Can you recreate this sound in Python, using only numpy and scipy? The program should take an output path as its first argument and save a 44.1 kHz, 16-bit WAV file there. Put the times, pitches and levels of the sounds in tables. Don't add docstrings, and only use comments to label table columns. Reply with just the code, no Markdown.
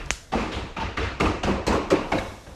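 import sys
import numpy as np
from scipy import signal
from scipy.fft import rfft, irfft
from scipy.io import wavfile
from scipy.ndimage import uniform_filter1d

SR = 44100
rng = np.random.default_rng(int(sys.argv[2]) if len(sys.argv) > 2 else 0)


def volts(x):
    e = np.asarray(x, float) / 20
    return 10 ** e


def master(y):
    cut = np.clip(np.atleast_2d(y).T, -1, 1)
    pcm = np.round(cut * 32767)
    wavfile.write(sys.argv[1], SR, pcm.astype(np.int16))


N = 112454


def read(points, hz):
    f, value = np.transpose(points)
    return np.interp(np.log(hz + 1), np.log(f + 1), value, left=value[0], right=value[-1])


def evened(x):
    return x / np.sqrt(np.mean(x ** 2) + 1e-20)


def add(mix, s, sound):
    at = round(s * SR)
    sound = sound[max(-at, 0):]
    part = mix[max(at, 0):][:len(sound)]
    part += sound[:len(part)]


def coloured(gain):
    spectrum = rfft(rng.standard_normal(N))
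    return evened(irfft(spectrum * gain(np.fft.rfftfreq(N, 1 / SR)), N))


def resonate(x, hz, width):
    r = np.exp(-np.pi * width / SR)
    return 2 * signal.lfilter([1 - r], [1, -r * np.exp(2j * np.pi * hz / SR)], x).real


LUMP_DB = 1.99
BLOOM_CYCLES = 2.56
EARLY_T60 = 0.049


def ringing(colour_db, t60, rise_s, early_db, size=24000):
    frames = size // 128 + 5
    a, b, lumps = rng.standard_normal((frames, 257, 3)).T
    lumps = uniform_filter1d(lumps, size=5, axis=0)
    lumps = evened(uniform_filter1d(lumps, size=6, axis=1))
    t = np.arange(frames) * 128 / SR
    level = evened(volts(colour_db))
    decay = volts(LUMP_DB * lumps - 60 * t / t60[:, None])
    z = (a + 1j * b) * level[:, None] * decay
    hz = np.fft.rfftfreq(512, 1 / SR)[:, None]
    z *= 1 - np.exp(-(t + 0.0071) * hz / BLOOM_CYCLES)
    x = signal.istft(z, nperseg=512, noverlap=384)[1][:size] / 22.6
    t = np.arange(size) / SR
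    return x * (1 - np.exp(-t / rise_s)) * (1 + volts(early_db - 60 * t / EARLY_T60))


# frequency in Hz, level in dB.
HUM_COLOUR = [(24, -32), (40, 22.5), (404, 2), (542, 6), (1050, -5), (2020, -4), (4990, -46.5),
              (6550, -13.5), (9000, -30), (11700, -132), (19800, -120)]
HUM_DB = -49.5
# time in seconds, level in dB.
SHAKE = [(0.0, -39), (.09, -37.5), (.2, -49.5), (2.3, -42.5), (2.55, -75)]
SHAKE_HZ = 31
# time in seconds,
# level in dB.
HISS = [(0, -58), (.3, -59), (0.698, -66), (1.6, -73.5), (2.049, -58.5), (2.199, -48.5), (2.4, -54.5),
        (2.55, -56.5)]
# frequency in Hz, level in dB.
HISS_COLOUR = [(1470, -46), (2500, -9), (3480, 4), (4580, -2), (5410, 2), (13200, -12), (14000, -9)]


def room_tone():
    t = np.arange(N) / SR
    shake = coloured(lambda hz: (hz / SHAKE_HZ) ** 3 / (1 + (hz / SHAKE_HZ) ** 7))
    shake_level = volts(np.interp(t, *np.transpose(SHAKE)))
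    hum = coloured(lambda hz: volts(read(HUM_COLOUR, hz)))
    swell_db = 2.1 * np.clip((t - 2.1) * 5, 0, 1)
    hiss = coloured(lambda hz: volts(read(HISS_COLOUR, hz)))
    hiss_level = volts(np.interp(t, *np.transpose(HISS)))
    return hiss_level * hiss + volts(HUM_DB + swell_db) * hum + shake_level * shake


# frequency in Hz, level in dB.
KNOCK = [(90, -7), (130, 4.5), (220, 1), (376, 1), (588, -2.5), (1220, -6.5), (1510, -24), (2600, -44.5)]
# frequency in Hz, level in dB.
CLACK = [(710, -24), (1200, -2), (1770, -3.5), (2680, -4), (3290, -11), (6490, -14), (12500, -29.5),
         (13300, -41), (14000, -84)]
# frequency in Hz, t60 in seconds.
ROOM = [(100, 0.32), (300, 0.57), (1000, 0.69), (3000, 0.69), (8000, 0.63), (13000, 0.2)]
BOARD_WIDTH, BOARD_DB = 0.087, 2
BOOM_HZ, BOOM_WIDTH_HZ, BOOM_T60, BOOM_RISE_S = 66.56, 27.3, 0.45, 0.021
KNOCK_RISE_S, KNOCK_EARLY_DB, KNOCK_TRIM_DB = 0.002, -6, -2
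CLACK_RISE_S, CLACK_EARLY_DB = 0.0017, 6.5
GAIN_DB = -7


def hoof(slope_db, smear, knock_db, clack_db, boom_db, board_hz):
    hz = np.fft.rfftfreq(512, 1 / SR)
    t60, t = read(ROOM, hz), np.arange(24000) / SR
    board = BOARD_DB / (1 + ((hz - board_hz) / (BOARD_WIDTH * board_hz)) ** 2)
    knock = ringing(read(KNOCK, hz) + board, t60, KNOCK_RISE_S * smear, KNOCK_EARLY_DB)
    treble = slope_db * np.log2(np.maximum(hz / 4000, 1))
    clack = ringing(read(CLACK, hz) + treble, t60, CLACK_RISE_S * smear, CLACK_EARLY_DB)
    joists = np.zeros(len(t))
    for u, phase in zip((-0.61, -0.078, 0.752, 1.204), rng.random(4)):
        joist_hz = BOOM_HZ + BOOM_WIDTH_HZ * u
        joists += np.sin(2 * np.pi * (joist_hz * t + phase)) * volts(-9 * abs(u))
    boom = joists * (1 - np.exp(-t / BOOM_RISE_S)) * volts(-60 * t / BOOM_T60)
    strike = volts(KNOCK_TRIM_DB) * knock + volts(clack_db) * clack + volts(boom_db) * boom
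    return volts(knock_db + GAIN_DB) * strike


# start in seconds, knock level in dB,
# clack in dB over the knock, boom in dB over the knock, board pitch in Hz.
EARLIER = [
    (-0.11, -16, -4, -0.5, 700),
]
# start in seconds, knock level in dB,
# clack in dB over the knock, boom in dB over the knock, board pitch in Hz.
LANDINGS = [
    (0.324, -14.5, -9, -10.5, 710),
    (0.524, -20.5, -3.5, -6, 294),
    (0.768, -20.5, -4.5, -18, 870),
    (0.972, -16, -3, 0.5, 1220),
    (1.2003, -12, -12, -1, 453),
    (1.434, -14, -5.5, -2, 294),
    (1.67, -9, -11, -5, 446),
    (1.9053, -11.5, -7.5, -24, 520),
    (2.119, -12.5, -9, -7, 750),
    (2.467, -30.5, -14, 3, 572),
]
# start in seconds, knock level in dB,
# clack in dB over the knock, boom in dB over the knock, board pitch in Hz.
FOLLOWERS = [(0.335, -12.5, -10.5, -33, 760), (0.355, -17.5, -10, -1, 250), (0.385, -28.5, 6.5, 8.5, 850),
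             (0.401, -14.5, -11, -6, 251), (0.559, -18, -9, 1.5, 200), (0.805, -17.5, -3.5, 1, 890),
             (1.03, -20.5, 0, -1, 431), (1.207, -11, -11, -14, 470), (1.238, -17, -6.5, -0.5, 310),
             (1.255, -13.5, -10, -27, 470), (1.471, -9.5, -12.5, -26, 202), (1.503, -14.5, -17, -1, 195),
             (1.714, -11, -10, -33, 232), (1.741, -15, -14.5, -13, 434), (1.913, -9.5, -22, -12, 370),
             (1.954, -31, 4, -17, 291), (2.132, -24, -42, 2, 330), (2.18, -23, -13, -6, 322),
             (2.244, -29, -35, 0.5, 212.7)]
# time in seconds, treble slope in dB per octave,
# smear of the attack as a factor.
NEAR = [(0, -14, 3.63), (.6, -2.5, 7.13), (0.799, -12, 3.72), (1.1, -11, 3.2), (1.202, -5, 1.54),
        (1.498, -8.5, 3.55), (2.202, -10, 1.43)]
# frequency in Hz, width in Hz, level in dB.
BOARDS = [(95.3, 6, 7.5), (145, 16, -5.5), (202, 48, 0), (313, 20.4, 3.5), (375, 7.9, -1.5), (456.5, 14, 1),
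          (539.3, 8.1, 5.5), (675, 11, 1.5), (922, 49, -2.5), (1180, 8.7, -2.5), (1410, 13.3, -2),
          (2340, 58, -14), (2650, 42, -5.5)]
BOARDS_DB = -2.5
FOLLOW_SMEAR = 2.2
LEAD_S = .001


def bounds():
    steps = np.zeros(N)
    when, slope_db, smear = np.transpose(NEAR)
    for k, (s, *strike) in enumerate([*EARLIER, *LANDINGS, *FOLLOWERS]):
        follows = k > len(LANDINGS)
        soft = np.interp(s, when, smear) * (FOLLOW_SMEAR if follows else 1)
        add(steps, s - LEAD_S * soft, hoof(np.interp(s, when, slope_db), soft, *strike))
    floor = sum(volts(db) * resonate(steps, hz, width) for hz, width, db in BOARDS)
    return steps + volts(BOARDS_DB) * floor


PING_SAG = 0.062


def ping(db, hz, t60, rise_s):
    t, d = np.arange(6000) / SR, rng.random(3)
    turns = hz * (t - PING_SAG * t ** 2 / t60)
    first = np.sin(2 * np.pi * (turns + d[0]))
    second = np.sin(2 * np.pi * (turns * (1.173 + 0.071 * d[1]) + d[2]))
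    grit = resonate(rng.standard_normal(len(t)), hz, .5 * hz)
    grit = evened(resonate(grit, hz, .5 * hz))
    swell = 1 - np.exp(-(t / rise_s) ** 2)
    return volts(db - 60 * t / t60) * swell * (first + 0.15 * second + 0.2 * grit)


# start in seconds, peak level in dB,
# pitch in Hz, t60 in seconds.
THUMPS = [(0.031, -25, 60, 0.17), (.04, -29, 148.4, 0.21), (0.621, -25, 148, 0.14), (1.121, -29, 148, 0.18),
          (1.503, -15, 298, .05), (1.707, -15.5, 269, 0.11), (.342, -15.5, 225, 0.13),
          (.405, -16.5, 220, 0.14), (1.010, -23.5, 455, 0.19), (1.206, -12.5, 456, 0.055),
          (1.236, -12, 335, 0.054), (1.286, -13.5, 319, 0.058), (1.441, -4.5, 191, 0.057),
          (1.468, -9, 240, 0.04), (1.486, -13, 360, 0.066), (1.490, -18, 198.8, 0.27),
          (1.674, -14.5, 432, 0.085), (1.690, -14.5, 216.6, 0.11), (1.736, -11, 419, 0.058),
          (1.776, -14.5, 438, 0.054), (1.786, -21, 301.6, 0.062), (1.913, -7, 568, 0.055),
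          (1.920, -5.5, 389, 0.066), (1.932, -9.5, 311.4, 0.089), (1.968, -23, 411, 0.096),
          (1.988, -12.5, 249, 0.075), (2.146, -9, 324, 0.067), (2.13, -15, 195, 0.1),
          (2.172, -17, 540, 0.078)]
# start in seconds, peak level in dB,
# pitch in Hz, t60 in seconds.
PINGS = [(.3355, -3.5, 805, 0.016), (.345, -17, 827, 0.033), (.354, -16, 614, 0.03),
         (.767, -19, 1254, 0.03), (.766, -27, 850, .05), (.785, -28.5, 919, .12), (.808, -21.5, 918, 0.097),
         (.323, -23, 746, 0.035), (0.972, -23, 1196, 0.056), (.9735, -13, 2140, 0.021),
         (1.1999, -10, 1220, 0.019), (1.2062, -3.5, 2180, 0.014), (1.2073, -7.5, 2810, 0.017),
         (1.214, -16.5, 1255, .03), (1.251, -18, 1250, 0.019), (1.2567, -11, 2645, 0.015),
         (1.259, -16, 1130, 0.022), (1.27, -12.5, 1260, .025), (1.434, -13.5, 757, 0.032),
         (1.434, -19, 1240, 0.019), (1.4755, -9, 732, 0.018), (1.492, -14, 780, 0.017),
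         (1.665, -17, 984, 0.022), (1.673, -18, 960, 0.024), (1.6755, -12, 4330, 0.013),
         (1.729, -8, 920, 0.019), (1.737, -6.5, 1141, 0.016), (1.751, -10.5, 1110, 0.025),
         (1.916, -16, 2730, .02), (1.961, -24.5, 2440, 0.033), (2.1195, -6, 823, .024),
         (2.122, -15, 2230, 0.032), (2.129, -16, 1520, .02), (2.136, -7.5, 664, 0.022),
         (2.181, -24.5, 3920, 0.034), (2.185, -20, 2250, 0.033), (2.183, -20.5, 1695, 0.04),
         (2.4685, -33, 1690, 0.016), (2.47, -33.5, 610, 0.036)]
THUMP_RISE_CYCLES, PING_RISE_S = 2.34, 0.0022
ECHO_DB = -5
BLOW_T60 = 0.11


def clear_hits():
    direct, blows = np.zeros(N), np.zeros(N)
    hz = np.fft.rfftfreq(512, 1 / SR)
    fade = volts(-60 * np.arange(6000) / SR / BLOW_T60)
    pings = [(*row, PING_RISE_S) for row in PINGS]
    thumps = [(*row, THUMP_RISE_CYCLES / row[2]) for row in THUMPS]
    for s, *row in pings + thumps:
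        hit = ping(*row)
        add(direct, s, hit)
        add(blows, s, hit * fade)
    tail = ringing(0 * hz, read(ROOM, hz), 0.005, -30)
    low_tail = signal.lfilter([.25], [1, -.75], tail)
    tail = tail / np.sqrt(2 * np.mean(low_tail ** 2) * len(tail) * 4)
    return direct + volts(ECHO_DB) * signal.fftconvolve(blows, tail)[:N]


# start in seconds, level in dB, t60 in seconds.
GRIT = [(.0595, -39.5, .02), (.0415, -55, .015), (1.2, -37, .1), (1.432, -43, 0.19), (1.666, -30.5, 0.21),
        (1.726, -43, 0.37), (1.903, -31.5, 0.097), (1.913, -45, 0.14), (2.119, -41, 0.075),
        (2.180, -42, 0.039), (2.188, -40, 0.057)]
# frequency in Hz, level in dB.
GRIT_COLOUR = [(2000, -6), (4500, 3.5), (8000, -0.5), (10300, -18.5), (13000, -15)]


def sprays():
    level, t = np.zeros(N), np.arange(12000) / SR
    for s, db, t60 in GRIT:
        add(level, s, volts(db - 60 * t / t60) * np.minimum(t / 0.00057, 1))
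    return level * coloured(lambda hz: volts(read(GRIT_COLOUR, hz)))


# frequency in Hz, level in dB.
TICK = [(88, -27), (150, -3.5), (1280, -5), (2400, 2.5), (5130, -18), (6320, 0), (8570, -22.5),
        (12800, -66), (14000, -52)]
# frequency in Hz, level in dB.
TICK_TAIL = [(240, -56), (400, -23), (500, -27), (1530, 0), (1650, -6), (2350, -5), (6670, -1),
             (13200, -23), (14000, -32)]
TICK_S, TICK_DB, TICK_SWEEP = .1062, -2, 0.66
TICK_TAIL_DB, TICK_T60 = -29.5, 0.4
BUMP_DB, BUMP_HZ, BUMP_T60, BUMP_LAG_S = -16.5, 52.6, 0.11, 0.009


def tick():
    hz, t = np.fft.rfftfreq(4096, 1 / SR), np.arange(24000) / SR
    cepstrum = irfft(np.log(volts(read(TICK, hz))))
    causal = np.exp(rfft(cepstrum * np.r_[1, 2 * np.ones(2047), 1, np.zeros(2047)]))
    sweep = TICK_SWEEP * (np.log((hz + 60) / 3000) - hz / 9000)
    snap = np.roll(irfft(causal * np.exp(-2j * np.pi * sweep)), 30)
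    bins = np.fft.rfftfreq(512, 1 / SR)
    tail = ringing(read(TICK_TAIL, bins), TICK_T60 + 0 * bins, 0.0015, 3.8)
    bump = np.sin(2 * np.pi * BUMP_HZ * (t - BUMP_LAG_S)) * volts(BUMP_DB - 60 * t / BUMP_T60)
    out = volts(TICK_TAIL_DB) * tail + bump * np.minimum(t / 0.0135, 1) ** 2
    add(out, 0, volts(TICK_DB) * snap[:2000] / abs(snap).max())
    return out


SCUFF_S, SCUFF_LEN_S, SCUFF_DB, SCUFF_HZ, SCUFF_WIDTH_HZ = 0.506, 0.16, -37.5, 3250, 1070


def scuff():
    u = (np.arange(N) / SR - SCUFF_S) / SCUFF_LEN_S
    grit = coloured(lambda hz: 1 / (1 + ((hz - SCUFF_HZ) / SCUFF_WIDTH_HZ) ** 4))
    return volts(SCUFF_DB) * grit * np.clip(6 * u, 0, 1) * volts(-12 * np.clip(u, 0, 9) ** 1.05)


def scene():
    mix = room_tone() + bounds() + clear_hits() + sprays() + scuff()
    add(mix, TICK_S - 40 / SR, tick())
    return mix[None]


def roll_off(x):
    return signal.sosfilt(signal.butter(12, 14040, fs=SR, output="sos"), x)


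def record(dry):
    hz = np.fft.rfftfreq(N, 1 / SR)
    shelf = volts(-28 * np.clip((hz - 13100) / 300, 0, 1))
    mix = irfft(rfft(dry) * shelf, N)
    return roll_off(mix)


dry = scene()
out = record(dry)
master(out)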